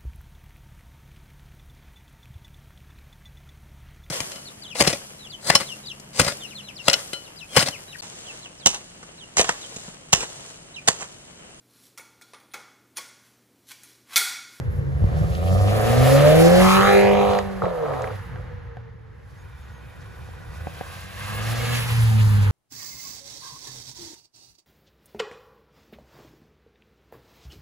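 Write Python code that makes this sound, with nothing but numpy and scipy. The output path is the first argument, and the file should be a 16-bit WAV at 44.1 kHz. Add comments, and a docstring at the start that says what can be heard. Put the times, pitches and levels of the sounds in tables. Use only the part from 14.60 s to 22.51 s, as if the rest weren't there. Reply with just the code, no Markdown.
"""Two small four-cylinder cars pull away one after the other on a country road, close past a recorder.
Each firing pulse rings pipe, intake and tailpipe resonances, with clean sine booms underneath.
The first car revs out, lifts off with a crack, pops and is heard far off in another gear; the second
rolls near with a banded whirr and booms past. Shaped noise makes the rolling sound and the wind on the
microphone ports; struck modes make a few dull knocks, and gliding sines make thin squeaks."""
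import sys
import numpy as np
from scipy import signal
from scipy.fft import rfft, irfft
from scipy.io import wavfile
from scipy.ndimage import uniform_filter1d, map_coordinates

SR = 44100
rng = np.random.default_rng(int(sys.argv[2]) if len(sys.argv) > 2 else 0)


def persist_wave(psi):
    """Save psi, clipped to +-1, as 16-bit WAV."""
    counts = np.round(np.clip(psi, -1, 1) * 32767).astype(np.int16)
    wavfile.write(sys.argv[1], SR, np.atleast_2d(counts).T)


N = 348831

# Engine levels of the cars. Each row: time in seconds, base level of the firing tone in dB,
# base level of the exhaust rasp in dB.
FIRST_LEVELS = [(0.0, -62, -82), (0.36, -32, -45.5), (0.5, -33, -36.5), (0.53, -29.5, -36.5),
                (0.74, -33, -34.5), (0.9, -20.5, -27.5), (1.24, -19, -21), (1.6, -15, -16.5),
                (1.85, -14, -15), (1.97, -16.5, -15.5), (2.03, -14.5, -21.5), (2.12, -17.5, -24),
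                (2.3, -22.5, -19), (2.53, -21, -22), (2.79, -31.5, -24), (2.825, -31.5, -39),
                (3.01, -30.5, -46), (3.031, -25, -28), (3.151, -39.5, -39), (3.31, -32.5, -30),
                (3.46, -36, -33.5), (3.53, -33, -41), (3.6, -35, -59)]
FAR_LEVELS = [(3.68, -44.5, -51), (4.126, -42, -64.5), (4.75, -55, -81)]   # the first car far off in another gear
SECOND_LEVELS = [(4.6, -47, -69.5), (5.31, -48, -61), (5.78, -73, -58), (5.98, -41, -52.5),
                 (6.18, -47.5, -50.5), (6.53, -41.5, -54), (6.89, -30.5, -38), (7.12, -25, -35),
                 (7.25, -29.5, -54), (7.33, -19, -56), (7.42, -14, -57), (7.52, -16, -38),
                 (7.65, -15.5, -52.5), (7.91, -16.5, -58)]
# Engine speeds before flywheel smoothing. Each row: time in seconds, firings per second.
FIRST_REVS = [(0.0, 62.5), (0.5, 73), (0.74, 83), (0.9, 91), (1.24, 110.4), (1.6, 142), (1.85, 168),
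              (1.97, 182), (2.03, 187), (2.12, 190.5), (2.3, 200), (2.53, 201), (2.79, 199), (3.01, 191),
              (3.15, 167), (3.31, 140.6), (3.46, 116.4), (3.6, 93.7)]
FAR_REVS = [(3.68, 128.7), (4.126, 117), (4.75, 105)]
SECOND_REVS = [(4.6, 62.5), (5.4, 63.8), (5.62, 65), (5.79, 75), (6.07, 81), (6.18, 82), (6.53, 96),
               (6.8, 107), (6.95, 116.5), (7.13, 119.5), (7.25, 117.5), (7.4, 114), (7.6, 108),
               (7.91, 99.5)]
# Character of the four cylinders before the unevenness scales it: strength in dB; lateness in firing gaps.
CYLINDER_DB = [5, 3, -3, 5.5]
CYLINDER_LATE = [-0.024, 0.055, -0.04, 0.13]
# How unlike the cylinders fire. Each row: firings per second, share from 0 to 1.
UNEVEN = [(65, 0.49), (110, 0.44), (165, 0.87), (195, 1)]
# Cycle-to-cycle roughness off the overrun. Each row: firings per second, roughness from 0 to 1.
ROUGH = [(65, .1), (110, .09), (165, .1), (190, .04)]
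OVERRUN_FALL_PER_S, OVERRUN_ROUGH = 150, .06   # firings/s lost per s at full overrun; roughness it adds
OVERRUN_MULTIPLES_DB = -2   # the clean multiples sink on the overrun
FIRST_PUFF, SECOND_PUFF = .55, .5   # turbulent gas behind each pulse

# Resonances. Each row: centre in Hz, width in Hz, relative level in dB.
FIRST_PIPE = [(300, 280, -4.5), (438, 79, 4.5), (513.3, 43, 8.5), (572.4, 95, 7), (759, 52, 1)]
SECOND_PIPE = [(54.6, 140, 6.5), (327, 54, 5), (512, 45, 5), (762, 39, 4.5), (1200, 73, -1)]
TAILPIPE = [(915, 220, 18), (1273, 150, 19.5), (1726, 59, 9), (2027, 230, 9), (2420, 260, 10),
            (2760, 500, 3.5), (3170, 300, -1), (3920, 160, 4), (5000, 150, -17), (6560, 170, -0.5)]
INTAKE = [(670, 61, -1), (683, 75, 7.5), (1236, 124, 0), (1800, 110, -8), (2450, 81, -28)]   # heard from the front only
INTAKE_DB = -2.5   # against the rasp
INTAKE_HIDES_AT_M, INTAKE_HIDES_OVER_M = -3.2, 0.62   # the bonnet passes and the body hides the intake
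# Bite of the tailpipe against the rasp, in dB, by the side the car shows.
TAILPIPE_DB = {"front": -48, "behind": 3.5}
BITE_LOSS_DB_PER_M, BITE_FADES_OVER_M = 0.77, 9.4   # extra fading of the bite once past, then it holds
DULLING_DB_PER_M_KHZ = 0.2   # the bite dulls with distance along the road
# Band of the tailpipe jet: low edge and high edge in Hz.
JET_HZ = [850, 3380]
JET_DB, JET_LOSS_DB_PER_M = -13, 1.1   # against the rasp; fading with distance along the road
JET_BEAT = .65   # share of the jet that beats with the firings

# Base levels of the 2nd, 3rd and 4th multiple of the firing tone, in dB against the tone.
FIRST_MULTIPLES = [0.37, -4.5, -12]
FAR_MULTIPLES = [-9, -23, -13]
SECOND_MULTIPLES = [-1.1, -41, -12]
# How the silencers pass a multiple, by the side the car shows. Each row: pitch in Hz, gain in dB.
FIRST_SILENCER = {"front": [(130, 14.5), (200, -11), (300, -5.5), (380, -5), (440, -11.5), (530, 12.5),
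                  (610, 11.5), (680, -13), (800, 3)], "behind": [(130, 4.5), (200, -21), (300, -4),
                  (395, -1), (450, 14), (530, 12), (610, -11), (700, -6), (800, 4)]}
SECOND_SILENCER = {"front": [(130, -6.5), (220, -6.5), (350, -3), (440, -13), (490, 9)],
                   "behind": [(130, 34), (220, -3), (350, -26), (440, -23), (490, -17)]}
MULTIPLES_FOLLOW_RASP = 0.48   # how far the multiples lean from the tone's level to the rasp's
TONE_WAVERS_DB = 1.4

ROLL_M_PER_FIRING, LANE_M = .062, 1.7   # road covered per firing; closest distance across the road
# Place along the road in metres as each engine is first heard; negative is still approaching.
START_M = {"first": -12.8, "far": 22.0, "second": -15.5}
# Road in metres over which the car's tail comes into view.
TURN_M = {"first": .8, "second": .2}
# Share of the exhaust that the road sends back up close, from 0 to 1, by the side the car shows.
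ECHO_SHARE = {"front": .25, "behind": 1.0}
PIPE_HEIGHT_M, PORT_HEIGHT_M = .25, 1.5
ECHO_FADES_M, ASPHALT_CUT_HZ = 80.0, 5000

# Exhaust cracks and pops. Each row: start in seconds, peak of the blast before ringing in dB,
# upper edge of its band in Hz.
POPS = [(0.75, -41, 5900), (2.735, -33, 5000), (2.75, -36, 4500), (2.788, -28.5, 6460), (3.020, -32, 1270),
        (3.035, -28, 300), (3.045, -31, 1200), (3.055, -38.5, 2740), (3.067, -33, 1040), (3.26, -42, 2210),
        (3.336, -40, 2200), (3.42, -41.5, 8000), (3.442, -35, 1920), (3.474, -41.5, 3000),
        (3.505, -42.5, 1390)]
# Narrow bands of the whirr as the second car nears. Each row: starting centre in Hz before the pitch
# ratio, width in Hz, relative level in dB.
WHIRR = [(670, 13, -17), (1023, 230, 14.5), (1439, 100, 14), (1536, 340, 14), (1897, 47, 10),
         (2390, 290, 9.5), (3090, 200, -1), (3580, 200, 2.5)]
# Each row: time in seconds, whirr level in dB, pitch ratio shared by all bands.
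WHIRR_COURSE = [(4.6, -78.5, 1.18), (4.8, -55.5, 1), (5.9, -50.5, 1.02), (6.3, -45, 1.08),
                (6.55, -44.5, 1.13), (6.62, -39, 1.1), (6.75, -36, 1.14), (6.95, -37, 1.14),
                (7.15, -34.5, 1.17), (7.3, -56, 1.2), (7.91, -67, 1.3)]
WHIRR_WAVERS_DB = 1.5
# Thin squeaks. Each row: start in seconds, length in seconds, from Hz, to Hz, peak level in dB.
SQUEAKS = [(4.77, .07, 6500, 6750, -64), (4.98, .1, 6700, 6600, -69), (5.11, .1, 6550, 6450, -66)]
# Tyres, intake and fans. Each row: time in seconds, roar level in dB, hiss level in dB.
ROLL = [(0.0, -43.5, -84), (0.4, -45, -55.5), (0.55, -39, -47.5), (0.9, -49, -38.5), (1.2, -31, -31.5),
        (1.5, -33, -23), (1.68, -23.5, -23.5), (1.75, -26, -24), (2.0, -23.5, -25.5), (2.11, -32, -20),
        (2.2, -25.5, -26.5), (2.35, -33, -28.5), (2.55, -34, -39.5), (2.75, -34, -39), (2.89, -40, -50.5),
        (3.5, -40, -46.5), (4.1, -48.5, -79), (4.4, -55, -78.5), (4.75, -53.5, -59), (5.84, -50.5, -52),
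        (6.3, -48, -42), (6.55, -54, -40.5), (6.62, -41, -36), (6.8, -39.5, -33.5), (6.98, -37, -30),
        (7.15, -37, -27.5), (7.3, -33, -29.5), (7.6, -38, -32), (7.91, -33.5, -38)]
# Colours of the rolling noise. Each row: frequency in Hz, relative density in dB per Hz.
ROAR = [(88, 14.5), (150, 10.5), (228, 9.5), (387, -10), (477, 14.5), (638, -33), (749, 1), (852, 4.5),
        (970, 3.5), (1220, 3), (1450, 2.5), (1680, 4), (1950, 1), (2400, -7), (7000, -27.5), (9100, -56),
        (15400, -120)]
HISS = [(300, 0), (950, 4), (1500, 4), (2000, 6.5), (2500, 7.5), (4500, 2.5), (6700, -1.5), (8700, 1.5),
        (11000, -0.5), (13500, -4.5), (15300, 5), (16500, 19.5)]

# Dull knocks. Each row: start in seconds, relative strike level in dB, brightness in dB per octave.
KNOCKS = [(3.759, -32, 8.5), (4.17, -27.5, 1), (5.689, -41, -14), (6.071, -20.5, -6), (6.211, -19.5, -4.5)]
# Modes that ring in a knock. 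Each row: pitch in Hz, relative level in dB, 60 dB decay in seconds.
KNOCK_MODES = [(313, 4, 0.019), (493, 9.5, 0.018), (563, -6, 0.13), (737, 11.5, 0.033), (1570, 3.5, 0.028),
               (2000, -22, 0.023)]
# Wind on the ports. Each row: time in seconds, level in dB ahead of a fixed lift.
WIND = [(0.0, -32), (0.2, -31), (1.0, -30.5), (1.76, -33), (2.3, -38), (2.82, -38), (3.2, -50), (3.8, -39),
        (4.23, -50.5), (6.0, -43), (6.4, -47.5), (7.25, -36), (7.6, -33), (7.91, -32)]
# Single thumps of wind. Each row: time in seconds, strike in dB; the strongest sets the overall peak.
GUSTS = [(0.421, -11.5), (0.441, -6), (0.517, -12.5), (0.545, -17.5), (0.613, -12), (0.642, -10.5)]
# Colour of the wind. Each row: frequency in Hz, relative density in dB per Hz.
BUFFET = [(20, -34), (30, -25), (42, -5.5), (55, -0.5), (90, 2), (140, -3.5), (220, -19), (500, -20),
          (1200, -57)]
WIND_LUMPS_DB, WIND_LUMPS_PER_S = 1.8, 11

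# The recorder turns. Each row: time in seconds, lead of the right port in ms.
FACING = [(0, -0.17), (.8, -0.24), (1.9, 0.18), (2.4, 0.071), (6.8, -0.045), (7.5, 0.27)]
# Each row: time in seconds, left minus right in dB.
BALANCE_DB = [(0.0, -0.5), (2.0, -0.6), (2.7, -1.1), (3.2, -1.5), (3.7, -1), (7.91, -0.8)]
# Weight of the sound that differs between the ports. Each row: frequency in Hz, weight from 0 to 1.
UNLIKE = [(30, 0.37), (60, 0.027), (300, 0.4), (1500, 0.93), (4000, 0.96), (5600, 1), (7500, 0.008),
          (9000, 0.0044), (16000, 0.11)]
# The recorder widens the image. Each row: frequency in Hz, phase between the channels in turns.
WIDENING = [(40, 0), (90, -.05), (170, -.19), (290, -.5), (450, -.76), (650, -1), (1000, -1.17),
            (2000, -1.08), (4000, -1.06), (6300, -1), (8750, -.5), (11000, 0), (13550, .5), (16000, 1)]
CUTOFF_HZ = 16300


def amp(db):
    """dB to gain."""
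    return 10 ** (np.asarray(db) / 20)


def rms_one(x):
    """Scale to rms 1."""
    return x / np.sqrt(np.mean(x ** 2) + 1e-20)


def in_time(rows):
    """Columns of a table as curves over all samples."""
    s, *columns = np.transpose(rows)
    return [np.interp(np.arange(N) / SR, s, c) for c in columns]


def at_hz(points, hz):
    """Read a spectrum on a log-frequency axis."""
    points_hz, values = np.transpose(points)
    return np.interp(np.log(hz + 1), np.log(points_hz), values)


def drift(rate):
    """Slow random wander of about unit spread, faster at a higher rate."""
    r = np.exp(-80 * np.pi * rate / SR)
    noise = rng.standard_normal(N // 40 + 2002)   # one value per 40 samples, plus settling time
    slow = signal.lfilter([1], [1, -2 * r, r * r], noise)[2000:]
    return np.interp(np.arange(N) / 40, np.arange(len(slow)), rms_one(slow))


def delayed(x, ms):
    """Read x later by a fixed or moving lag."""
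    return map_coordinates(x, [np.arange(N) - ms * SR / 1000], order=3, mode="nearest")


def band(x, low_hz, high_hz, order):
    """Butterworth band-pass."""
    return signal.sosfilt(signal.butter(order, [low_hz, high_hz], "band", fs=SR, output="sos"), x)


def resonate(x, hz, width_hz):
    """One two-pole resonance with a gain of about 1 on top."""
    r = np.exp(-np.pi * width_hz / SR)
    poles = [1, -2 * r * np.cos(2 * np.pi * hz / SR), r * r]
    return signal.lfilter([(1 - r * r) / 2, 0, (r * r - 1) / 2], poles, x + 1e-18)


def through(x, pipe, loss_db_per_khz=0):
    """Parallel resonances with alternating signs, the higher ones losing more."""
    total = np.sqrt(sum(amp(2 * db) for hz, width, db in pipe))
    out = 0
    for k, (hz, width, db) in enumerate(pipe):
        gain = amp(db - loss_db_per_khz * hz / 1000)
        out = out + (-1) ** k * gain * rms_one(resonate(x, hz, width))
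    return out / total


def clicks_at(events):
    """One single-sample click per event."""
    out = np.zeros(N)
    rows = np.array(events)
    out[np.round(rows[:, 0] * SR).astype(int)] = amp(rows[:, 1])
    return out


def coloured(spectrum, patchy_db, rate):
    """Noise of a given spectrum whose octave bands waver partly on their own; two unrelated rows, rms 1."""
    hz, together = np.fft.rfftfreq(N, 1 / SR), drift(rate / 3)
    white, out = rfft(rng.standard_normal((2, N))) * amp(at_hz(spectrum, hz)), 0
    for centre in np.arange(4.5, 14.5):   # band centres as powers of two in Hz
        share = np.cos(np.pi / 2 * np.clip(np.log2(hz + 1) - centre, -1, 1)) ** 2
        out = out + irfft(white * share, N) * amp(patchy_db * (.35 * together + drift(rate)))
    return rms_one(out)


def engine(revs, levels, pipe, silencer, multiples_db, start_m, turn_m, uneven, puff):
    """A pulse per firing rings the exhaust pipe; the lowest firing tones come as clean booms."""
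    tone_db, rasp_db = in_time(levels)
    rate = uniform_filter1d(in_time(revs)[0], size=3000)   # the flywheel smooths the speed
    overrun = np.clip(-np.gradient(rate) * SR / OVERRUN_FALL_PER_S, 0, 1)   # throttle shut, revs falling
    rough = np.interp(rate, *np.transpose(ROUGH)) + OVERRUN_ROUGH * overrun
    t, start_s, end_s = np.arange(N) / SR, levels[0][0], levels[-1][0]
    fade_in = np.clip((t - start_s) / .05 + (start_s == 0), 0, 1)   # none if it already runs at time 0
    running = fade_in * np.clip((end_s + .05 - t) / .05, 0, 1)
    turns = np.cumsum(rate) / SR   # counted in firings
    along_m = start_m + ROLL_M_PER_FIRING * np.cumsum(rate * running) / SR
    tail = .5 + .5 * np.tanh(along_m / turn_m)   # 0 shows the front, 1 the tail
    pulses = firing_pulses(rate, turns, rough, uneven)
    # each pulse drags a burst of turbulent gas behind it
    gas = signal.lfilter([1], [1, -.994], pulses) * rng.standard_normal(N) * puff
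    firing = (pulses + rough * gas) / np.sqrt(rate)
    rasp = amp(rasp_db) * exhaust(firing, pipe, along_m, tail)
    jet_db = rasp_db + JET_DB - JET_LOSS_DB_PER_M * np.abs(along_m)
    rasp += amp(jet_db) * tail * tailpipe_jet(pulses)
    boom = firing_tones(rate, turns, tone_db, rasp_db, overrun, tail, silencer, multiples_db)
    return running * road_echo(rasp, along_m), running * boom


def firing_pulses(rate, turns, rough, uneven):
    """Four unlike cylinders fire in turn, with chance in the timing and strength of every shot."""
    shot, chance = np.arange(1, int(turns[-1])), rng.standard_normal((2000, 2))
    rough_shot = np.interp(shot, turns, rough)
    uneven = uneven * np.interp(shot, turns, np.interp(rate, *np.transpose(UNEVEN)))
    late = uneven * np.take(CYLINDER_LATE, shot % 4) + .1 * rough_shot * chance[shot, 0]
    at = np.clip(np.interp(shot + late, turns, np.arange(N)), 0, N - 2)
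    size = amp(uneven * np.take(CYLINDER_DB, shot % 4) + 8 * rough_shot * chance[shot, 1])
    pulses = np.zeros(N)
    # a pulse between two samples is shared by both
    np.add.at(pulses, at.astype(int), size * (1 - at % 1))
    np.add.at(pulses, at.astype(int) + 1, size * (at % 1))
    return pulses


def exhaust(firing, pipe, along_m, tail):
    """The firings ring the pipe, the intake until the body hides it, and the biting tailpipe."""
    bite_db = TAILPIPE_DB["front"] + tail * (TAILPIPE_DB["behind"] - TAILPIPE_DB["front"])
    bite_db = bite_db - BITE_LOSS_DB_PER_M * np.clip(along_m, 0, BITE_FADES_OVER_M)
    bite = amp(bite_db) * through(firing, TAILPIPE, DULLING_DB_PER_M_KHZ * np.abs(along_m))
    in_view = .5 - .5 * np.tanh((along_m - INTAKE_HIDES_AT_M) / INTAKE_HIDES_OVER_M)
    intake = amp(INTAKE_DB) * in_view * through(firing, INTAKE)
    return through(firing, pipe) + intake + bite


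def tailpipe_jet(pulses):
    """The jet of gas leaving the tailpipe rushes in beats with the firings."""
    beats = 1 - JET_BEAT + JET_BEAT * rms_one(signal.lfilter([1], [1, -.985], pulses))
    return rms_one(band(beats * rng.standard_normal(N), *JET_HZ, order=2))


def firing_tones(rate, turns, tone_db, rasp_db, overrun, tail, silencer, multiples_db):
    """Sines on the firing tone and its multiples, which the silencer passes by pitch and side."""
    tones_db = [TONE_WAVERS_DB * drift(2.8)]
    for multiple, db in enumerate(multiples_db, start=2):
        front_db = at_hz(silencer["front"], multiple * rate)
        behind_db = at_hz(silencer["behind"], multiple * rate)
        passed_db = (1 - tail) * front_db + tail * behind_db
        lean_db = MULTIPLES_FOLLOW_RASP * (rasp_db - tone_db)
        tones_db.append(db + OVERRUN_MULTIPLES_DB * overrun + passed_db + lean_db + 3.9 * drift(8.1))
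    return sum(amp(tone_db + db + 2.5) * np.sin(2 * np.pi * (k + 1) * turns + k)
               for k, db in enumerate(tones_db))


def road_echo(x, along_m):
    """The road sends the exhaust back later and duller; the lag shrinks as the car draws away."""
    behind = .5 + .5 * np.tanh(along_m / LANE_M)
    flat_m2 = along_m ** 2 + LANE_M ** 2
    direct_m = np.sqrt(flat_m2 + (PORT_HEIGHT_M - PIPE_HEIGHT_M) ** 2)
    bounced_m = np.sqrt(flat_m2 + (PORT_HEIGHT_M + PIPE_HEIGHT_M) ** 2)   # from the pipe's mirror image
    share = ECHO_SHARE["front"] + behind * (ECHO_SHARE["behind"] - ECHO_SHARE["front"])
    share = share * np.exp(-direct_m / ECHO_FADES_M)
    bounce = delayed(x, 1000 * (bounced_m - direct_m) / 343)   # speed of sound in m/s
    return x + np.clip(share, 0, 1) * signal.lfilter(*signal.butter(2, ASPHALT_CUT_HZ, fs=SR), bounce)


def pops():
    """Unburnt fuel fires in the pipe: a short blast, duller or brighter, that rings the pipe."""
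    out = np.zeros(N)
    for s, db, hz in POPS:
        blast = (1.2 * rng.standard_normal(600) - .6) * np.exp(-np.arange(600) / 110.0)
        blast = band(blast, hz / 5, min(hz, 15000), order=4)
        start = round(s * SR)
        out[start:start + 600] += amp(db) * blast / np.abs(blast).max()
    return out + 4.4 * resonate(out, 460, 77) + 3.4 * resonate(out, 1080, 300) + 1.7 * resonate(out, 1850, 150)


def whirr():
    """Banded whirr as the second car nears: wavering narrow bands of noise that drift in pitch together."""
    level_db, pitch = in_time(WHIRR_COURSE)
    cycles, bands = np.cumsum(pitch) / SR, 0
    for hz, width, db in WHIRR:
        # slow noise on a sine and a cosine makes a noise band around the moving centre
        blur = signal.lfilter(*signal.butter(2, width / 2, fs=SR), rng.standard_normal((2, N)))
        phase = 2 * np.pi * hz * cycles
        noise_band = blur[0] * np.sin(phase) + blur[1] * np.cos(phase)
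        bands = bands + amp(db + WHIRR_WAVERS_DB * drift(6.9)) * rms_one(noise_band)
    return amp(level_db) * rms_one(bands)


def squeaks():
    """Short thin tones that glide a little."""
    out = np.zeros(N)
    for s, length, from_hz, to_hz, db in SQUEAKS:
        part = np.linspace(0, 1, round(length * SR))
        cycles = np.cumsum(from_hz + (to_hz - from_hz) * part) / SR
        start = round(s * SR)
        out[start:start + len(part)] += amp(db) * np.sin(np.pi * part) * np.sin(2 * np.pi * cycles)
    return out


def rolling():
    """Tyres, intake and fans: a low roar and a patchier hiss, as two unrelated rows."""
    roar_db, hiss_db = in_time(ROLL)
    roar = amp(roar_db) * coloured(ROAR, patchy_db=.4, rate=12)
    return roar + amp(hiss_db) * coloured(HISS, patchy_db=1.67, rate=16.6)


def knocks():
    """Dull hollow knocks: each blow strikes every decaying mode with its own strength."""
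    out = 0
    for hz, db, t60 in KNOCK_MODES:
        r, w = amp(-60 / (t60 * SR)), 2 * np.pi * hz / SR
        octaves = np.log2(hz / KNOCK_MODES[3][0])   # brightness pivots on the fourth mode
        blows = clicks_at([(s, strike_db + tilt_db * octaves) for s, strike_db, tilt_db in KNOCKS])
        ring = signal.lfilter([0, np.sin(w)], [1, -2 * r * np.cos(w), r * r], blows + 1e-18)
        out = out + amp(db - 15.0) * ring
    return out


def wind():
    """Lumpy low noise on the ports, with a few single thumps that are weaker and later in the second row."""
    thumps = resonate(resonate(clicks_at(GUSTS), 39, 57), 88, 91)
    thumps *= amp(np.max(np.array(GUSTS)[:, 1])) / np.abs(thumps).max()
    air = amp(in_time(WIND)[0] + 4.5) * coloured(BUFFET, WIND_LUMPS_DB, WIND_LUMPS_PER_S)
    return air[0] + thumps, air[1] + 0.14 * delayed(thumps, 2.2)


def ports(near, other):
    """Left and right ports: the same sound, a part that differs, and a lag below the treble."""
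    hz = np.fft.rfftfreq(N, 1 / SR)
    unlike = np.clip(at_hz(UNLIKE, hz), 0, 1)
    other = irfft(rfft(other) * np.sqrt(unlike / 2), N)
    left, right = near + other, near - other
    low = irfft(rfft(right) * np.clip((6200 - hz) / 1200, 0, 1), N)   # fades out from 5000 to 6200 Hz
    right = right - low + delayed(low, -in_time(FACING)[0])
    pan_db = in_time(BALANCE_DB)[0] / 2
    return np.array([left * amp(pan_db), right * amp(-pan_db)])


def scene():
    """Cars, rolling noise, wind and knocks meet at the two ports."""
    first = engine(FIRST_REVS, FIRST_LEVELS, FIRST_PIPE, FIRST_SILENCER, FIRST_MULTIPLES,
                   START_M["first"], TURN_M["first"], uneven=1.048, puff=FIRST_PUFF)
    far = engine(FAR_REVS, FAR_LEVELS, FIRST_PIPE, FIRST_SILENCER, FAR_MULTIPLES,
                 START_M["far"], TURN_M["first"], uneven=0.84, puff=FIRST_PUFF)
    second = engine(SECOND_REVS, SECOND_LEVELS, SECOND_PIPE, SECOND_SILENCER, SECOND_MULTIPLES,
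                    START_M["second"], TURN_M["second"], uneven=0.57, puff=SECOND_PUFF)
    rasp, boom = np.sum([first, far, second], axis=0)
    roll = rolling()
    cars = rasp + amp(10) * pops() + whirr() + squeaks() + roll[0]
    air = wind()
    # roadside bushes send back a scattered copy that differs between the ports
    scattered = 0.8 * delayed(rasp, 11.) + 0.84 * roll[1]
    return ports(cars + boom + knocks() + air[0], scattered + air[1])


def record(dry):
    """A phase turn widens the image, peaks are rounded, and the deepest bass and the top are cut."""
    hz = np.fft.rfftfreq(N, 1 / SR)
    half = np.pi * np.interp(hz, *np.transpose(WIDENING))   # each channel turns half, in opposite senses
    wide = irfft(rfft(dry) * np.exp(1j * half * [[-1], [1]]), N)
    wide = 1.4 * np.tanh(wide / 1.4)   # the loudest peaks are rounded
    wide = signal.sosfilt(signal.butter(3, 36, "high", fs=SR, output="sos"), wide)
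    return signal.sosfilt(signal.cheby2(12, 70, CUTOFF_HZ, fs=SR, output="sos"), wide)


dry = scene()
out = record(dry)
persist_wave(out)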